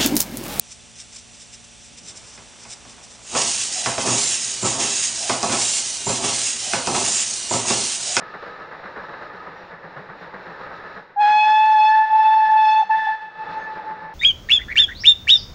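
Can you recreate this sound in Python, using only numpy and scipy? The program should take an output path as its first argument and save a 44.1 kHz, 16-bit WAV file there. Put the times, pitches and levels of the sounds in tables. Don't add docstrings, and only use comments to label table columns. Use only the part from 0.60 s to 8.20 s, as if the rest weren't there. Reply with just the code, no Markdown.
import sys
import numpy as np
from scipy import signal
from scipy.fft import rfft, irfft
from scipy.io import wavfile

SR = 44100
rng = np.random.default_rng(int(sys.argv[2]) if len(sys.argv) > 2 else 0)


def inscribe(sig):
    pcm = np.round(np.clip(np.atleast_2d(sig).T, -1, 1) * 32767)
    wavfile.write(sys.argv[1], SR, pcm.astype(np.int16))


N = 335160
TIME = np.arange(N) / SR
HZ = np.maximum(np.fft.rfftfreq(2 * N, 1 / SR), 1)


def from_db(db):
    return 10 ** (np.asarray(db) / 20)


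def unit_power(x):
    return x / np.sqrt(np.mean(abs(x) ** 2) + 1e-20)


def at_hz(points):
    hz, value = np.transpose(points)
    return np.interp(np.log(HZ), np.log(hz), value)


def drift(per_s):
    knots = rng.standard_normal(4000)
    return np.interp(TIME * per_s, np.arange(len(knots)), knots)


def colour(spectrum):
    cepstrum = irfft(np.log(from_db(at_hz(spectrum))))
    return unit_power(np.exp(rfft(2 * cepstrum[:N], 2 * N)))


def resonances(modes):
    return unit_power(sum((-1) ** k * from_db(db) / (1 + 1j * (HZ ** 2 - hz ** 2) / (HZ * width))
                          for k, (hz, width, db) in enumerate(modes)))


def through(x, response):
    return irfft(rfft(x, 2 * N) * response)[..., :N]


def grains(per_s, spread_db, size=N):
    strengths = from_db(spread_db * np.minimum(rng.exponential(1, size), 4))
    signs = rng.choice([-1, 1], size)
    return unit_power(strengths * signs * (rng.random(size) < per_s / SR))


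def swell(start, length, attack_s, release_s):
    rise = np.maximum((start - TIME) / attack_s, 0) ** 2
    fall = np.maximum((TIME - start - length) / release_s, 0)
    return np.exp(-np.minimum(rise + fall, 20))


def walking(start_s=2.75, run_up_db_per_s=220):
    return from_db(np.clip((TIME - start_s) * run_up_db_per_s, -120, 0))


def every_stride(rows, front_feet_land_s=3.26, stride_s=1.436):
    return [(front_feet_land_s + k * stride_s + s, *rest) for k in range(-1, 4) for s, *rest in rows]


# pitch_hz, relative_db
RUMBLE_COLOUR = [(20, -12), (60, 4.5), (120, 3.5), (240, 0.5), (480, -4), (960, -9), (1900, -24),
                 (9000, -51.5)]

def room_rumble():
    return from_db(-55.5) * through(rng.standard_normal(N), colour(RUMBLE_COLOUR)) * [[1], [-1]]


# pitch_hz, level_db
HUM_TONES = [(59.2, -61), (118.4, -60.5), (172.3, -61.5), (231.5, -60), (436.0, -69.5), (581.4, -65.5),
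             (726.7, -65.5), (866.7, -66), (1157, -75.5)]
# pitch_hz, relative_db
AIR_COLOUR = [(15, -38), (25, -14), (43, -5), (123, -4.5), (143, -19), (230, -6), (288, -12), (624, -13),
              (707, -13), (781, -15), (841, -15.5), (1820, -15.5), (2780, -12), (7550, -12.5), (9690, -15),
              (12600, -51), (21300, -120)]

def background():
    hum = sum(from_db(db) * np.sin(2 * np.pi * np.cumsum(hz + 0.39 * drift(4.1)) / SR)
              for hz, db in HUM_TONES)
    air = from_db(-48.5) * through(rng.standard_normal(N), colour(AIR_COLOUR))
    buzz_ring = resonances([(2670, 650, -10), (3560, 95, -4.0), (5750, 360, -4.5), (7660, 200, -5.0)])
    buzz = from_db(-52) * through(grains(per_s=4000, spread_db=1.5), buzz_ring)
    bump_gain = from_db(-51) * np.exp(-((TIME - 1.5) / 0.16) ** 2)
    bump = bump_gain * through(rng.standard_normal(N), resonances([(151, 99, 0)]))
    rustle_gain = from_db(-53) * np.clip((TIME - 1.4) / 0.14, 0, 1)
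    rustle_ring = resonances([(298, 340, -0.83), (990, 1360, -0.17)])
    rustle = rustle_gain * through(grains(per_s=1300, spread_db=1.5), rustle_ring)
    return hum + air + buzz + bump + rustle


# peak_s, half_length_s, level_db
TWITCHES = [(0.12, 0.027, -41), (0.397, 0.034, -38.5), (0.563, .041, -40), (0.746, 0.011, -40.5),
            (.824, 0.043, -45), (0.943, 0.016, -41), (1.046, .01, -46.5), (1.247, 0.046, -48.5),
            (1.386, .014, -43), (1.485, .036, -38), (1.578, .023, -41.5), (1.71, .083, -45.5),
            (2.026, 0.029, -42.5), (2.12, 0.034, -36), (2.301, .025, -42), (2.443, .015, -42),
            (2.528, 0.031, -45.5)]
# pitch_hz, width_hz, relative_db
TWITCH_RING = [(2400, 760, -7), (3700, 430, -3.5), (5300, 520, 2.5), (6120, 57, 9.5), (6200, 470, -9.5),
               (7000, 220, 2), (7420, 370, 2.5), (9000, 1100, -6.5)]

def holding_servos():
    gain = sum(from_db(db) * np.exp(-((TIME - s) / half) ** 2) for s, half, db in TWITCHES)
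    chatter = grains(per_s=3500, spread_db=1.5) * from_db(2.7 * drift(110))
    return gain * through(chatter, resonances(TWITCH_RING))


# start_s, length_s, pitch_hz, base_width_hz, level_db
STRIDE_WHINES = [(-.12, 0.16, 704, 130, -38.5), (.09, 0.24, 2545, 165, -40), (.29, .25, 7280, 242, -27),
                 (.745, 0.12, 7280, 347.6, -28), (1.28, .11, 5320, 300, -37)]

def gear_whines():
    out = np.zeros(N + 2 * SR)
    for start, length, hz, base_width_hz, db in every_stride(STRIDE_WHINES):
        at, size = int(start * SR), int(length * SR)
        decay = np.exp(-np.pi * 1.5 * base_width_hz / SR)
        noise = [1, 1j] @ rng.standard_normal((2, SR))
        flutter = signal.lfilter([1], [1, -2 * decay, decay ** 2], noise)[-size:]
        flutter /= abs(flutter) ** 0.24
        tone = np.real(flutter * np.exp(2j * np.pi * hz * TIME[:size]))
        out[at:at + size] += from_db(db) * unit_power(tone) * signal.windows.tukey(size, .5)
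    return walking() * out[:N]


def gear_teeth(speed, base_hz, wander, roughness):
    out = np.zeros(N)
    for ratio in np.geomspace(.7, 1.4, 4):
        teeth_passed = np.cumsum(base_hz * ratio * speed * np.exp(wander * drift(14))) / SR
        clicks = np.diff(np.floor(teeth_passed), prepend=0)
        out += clicks * (1 + roughness * rng.standard_normal(N))
    return unit_power(out - out.mean())


def leg_reflections(x):
    out = x
    for _ in range(3):
        echoes = rng.standard_normal(N) * from_db(-60 * TIME / .06)
        gain = from_db(-10) * np.sin(1.4 * drift(11))
        out = out + gain * through(x, rfft(echoes / np.linalg.norm(echoes), 2 * N))
    return unit_power(out)


# start_s, length_s, whirr_db, growl_above_whirr_db
STRIDE_MOVES = [(-.005, .035, -26.5, 3.5), (.15, .05, -28, -1), (.23, .09, -22.5, -0.5),
                (.335, .16, -22.5, 0), (.56, .09, -29, -9), (.805, .06, -25, 1.5), (.955, .05, -22, 2.5),
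                (1.05, .16, -24, -0.5), (1.31, .08, -28.5, -1.5)]

def servo_effort():
    whirr, growl = from_db(-29.5) ** 2, from_db(-28) ** 2
    for start, length, db, growl_db in every_stride(STRIDE_MOVES):
        power = (from_db(db) * swell(start, length, attack_s=.025, release_s=.048)) ** 2
        whirr += power
        growl += power * from_db(growl_db) ** 2
    return np.sqrt([whirr, growl]) * walking()


# pitch_hz, relative_db
GEARBOX_COLOUR = [(530, -35.5), (900, -22), (1470, -11), (1860, -9), (2180, -8.5), (2850, -2.5), (3510, -5),
                  (3730, -2), (4200, -3.5), (5440, 0), (6910, 2.5), (8260, -2), (9300, -0.5), (9690, -7.5),
                  (12600, -81), (21300, -120)]

def driving_servos():
    whirr, growl = servo_effort()
    speed = (whirr / whirr.max() + 1e-3) ** .18
    teeth = gear_teeth(speed, base_hz=822.4, wander=.02, roughness=0.67)
    teeth += 1.8 * grains(per_s=14000, spread_db=1.5)
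    flicker = from_db(0.81 * drift(170))
    gears = leg_reflections(through(teeth * flicker, colour(GEARBOX_COLOUR)))
    cases = through(gears, 1 / (1 + (HZ / 3300) ** 8))
    return whirr * (gears - cases) + growl * cases


def blows(times, levels_db, crack, rattle_s, echo_db, echo_s=0.5):
    out, age = np.zeros(N), TIME[:SR]
    for s, gain in zip(times, from_db(levels_db)):
        at = int(s * SR)
        rattle = from_db(-60 * age / rattle_s) * grains(per_s=3400, spread_db=-1.5, size=SR)
        echoes = from_db(echo_db - 60 * age / echo_s) * rng.standard_normal(SR)
        out[at:at + SR] += gain * (rattle + echoes)[:N - at]
        out[at] += gain * crack
    return out


# start_s, floor_db, frame_db, leg_db, tip_db
FOOTFALLS = [(1.777, -53, -51.5, -46, -42), (2.05, -56, -48, -48, -43), (2.251, -54.5, -49.5, -51, -55),
             (2.38, -63, -50.5, -52, -50), (2.75, -31.5, -21, -28.5, -15), (3.2599, -30.5, -22, -22.5, 2.5),
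             (3.38, -31.5, -25, -28, -17), (3.4749, -30, -29, -29, -1), (4.0275, -28, -29.5, -37, -13),
             (4.0435, -30.5, -25, -38, -22), (4.0642, -36.5, -30, -43, -11), (4.193, -35.5, -44, -38, -11),
             (4.6956, -28.5, -20.5, -23.5, -7), (4.8298, -29.5, -22.5, -34, 3.5),
             (4.8961, -30, -29, -31, -16), (4.9267, -33.5, -25, -28.5, -26), (5.4669, -26.5, -26, -41, -27),
             (5.491, -28.5, -26.5, -40, -20), (5.6395, -34, -29.5, -43, -22), (6.134, -32, -22.5, -21, -7),
             (6.2721, -29, -23.5, -32, 2), (6.3484, -29.5, -24, -32, -17), (6.9095, -30.5, -26.5, -37, -9),
             (6.9386, -27.5, -23, -42, -5), (7.103, -27, -26.5, -33, 1), (7.5672, -33, -23, -17, 10)]
# start_s, strength_db
FOOT_DRAGS = [(2.753, -30), (3.476, -24), (4.195, -28.5), (4.91, -27.5), (5.635, -29), (6.345, -25),
              (7.09, -29.5)]
# pitch_hz, width_hz, relative_db
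FLOOR_RING = [(60, 250, -23), (120.5, 11.6, 2), (168.6, 20, -6), (226.6, 51, -1), (279, 20, -0.5),
              (342.2, 59, -3), (411, 16.7, -0.5)]
FRAME_RING = [(510, 60, -2.5), (545, 33, 1), (681, 58, 1.5), (816, 42, 1), (952, 100, -1.5),
              (1070, 64, -1.5), (1109, 67, -0.5), (1316, 22, -3.5)]
LEG_RING = [(1280, 210, -2), (1490, 140, 4.5), (1742, 67, 2), (2066, 107, 2.5), (2526, 150, 1),
            (3400, 240, -4), (5180, 320, -0.5)]
TIP_RING = [(3500, 1200, -15.5), (5200, 880, 5), (7440, 1100, -3.5)]

def feet():
    times, floor_db, frame_db, leg_db, tip_db = np.transpose(FOOTFALLS)
    drag = sum(from_db(db) * swell(s, length=0.036, attack_s=0.058, release_s=0.094)
               for s, db in FOOT_DRAGS)
    shudder = from_db(-45)
    scrape = walking() * np.hypot(drag, shudder) * grains(per_s=1500, spread_db=-0.5)
    booms = blows(times, floor_db, crack=23.7, rattle_s=0.18, echo_db=-1) + from_db(-6) * scrape
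    thuds = blows(times, frame_db, crack=14, rattle_s=0.12, echo_db=-2) + from_db(-2.5) * scrape
    clacks = blows(times, leg_db, crack=17.8, rattle_s=0.11, echo_db=-5.5)
    ticks = np.zeros(N)
    ticks[(times * SR).astype(int)] = from_db(tip_db)
    return (through(booms, resonances(FLOOR_RING)) + through(thuds, resonances(FRAME_RING))
            + through(clacks, resonances(LEG_RING)) + through(ticks, resonances(TIP_RING)))


# pitch_hz, likeness
EAR_LIKENESS = [(30, .85), (100, 0.81), (300, 0.92), (1000, 1), (3000, 0.96), (9000, 1)]
# pitch_hz, left_minus_right_db
EAR_BALANCE = [(60, -4), (160, -3.5), (450, -2), (1230, -2), (3370, -1.5), (9240, -3)]

def placed(x, lean):
    walls = rng.standard_normal(N) * from_db(-60 * TIME / .4) * (TIME > .004)
    likeness = np.clip(at_hz(EAR_LIKENESS), 0, .999)
    width = 0.57 * np.sqrt((1 - likeness) / (1 + likeness))
    side = through(x, rfft(walls / np.linalg.norm(walls), 2 * N) * width)
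    balance = from_db(lean * at_hz(EAR_BALANCE) * [[.5], [-.5]])
    return through(np.array([x + side, x - side]), balance)


def scene():
    standing = placed(holding_servos() + background(), lean=0.44)
    moving = placed(driving_servos() + gear_whines() + feet(), lean=0.91)
    return standing + moving + room_rumble()


def record(dry):
    treble_cut = signal.ellip(12, .2, 90, 9750, fs=SR, output="sos")
    return signal.sosfilt(treble_cut, np.clip(dry, -.85, .85))


dry = scene()
out = record(dry)
inscribe(out)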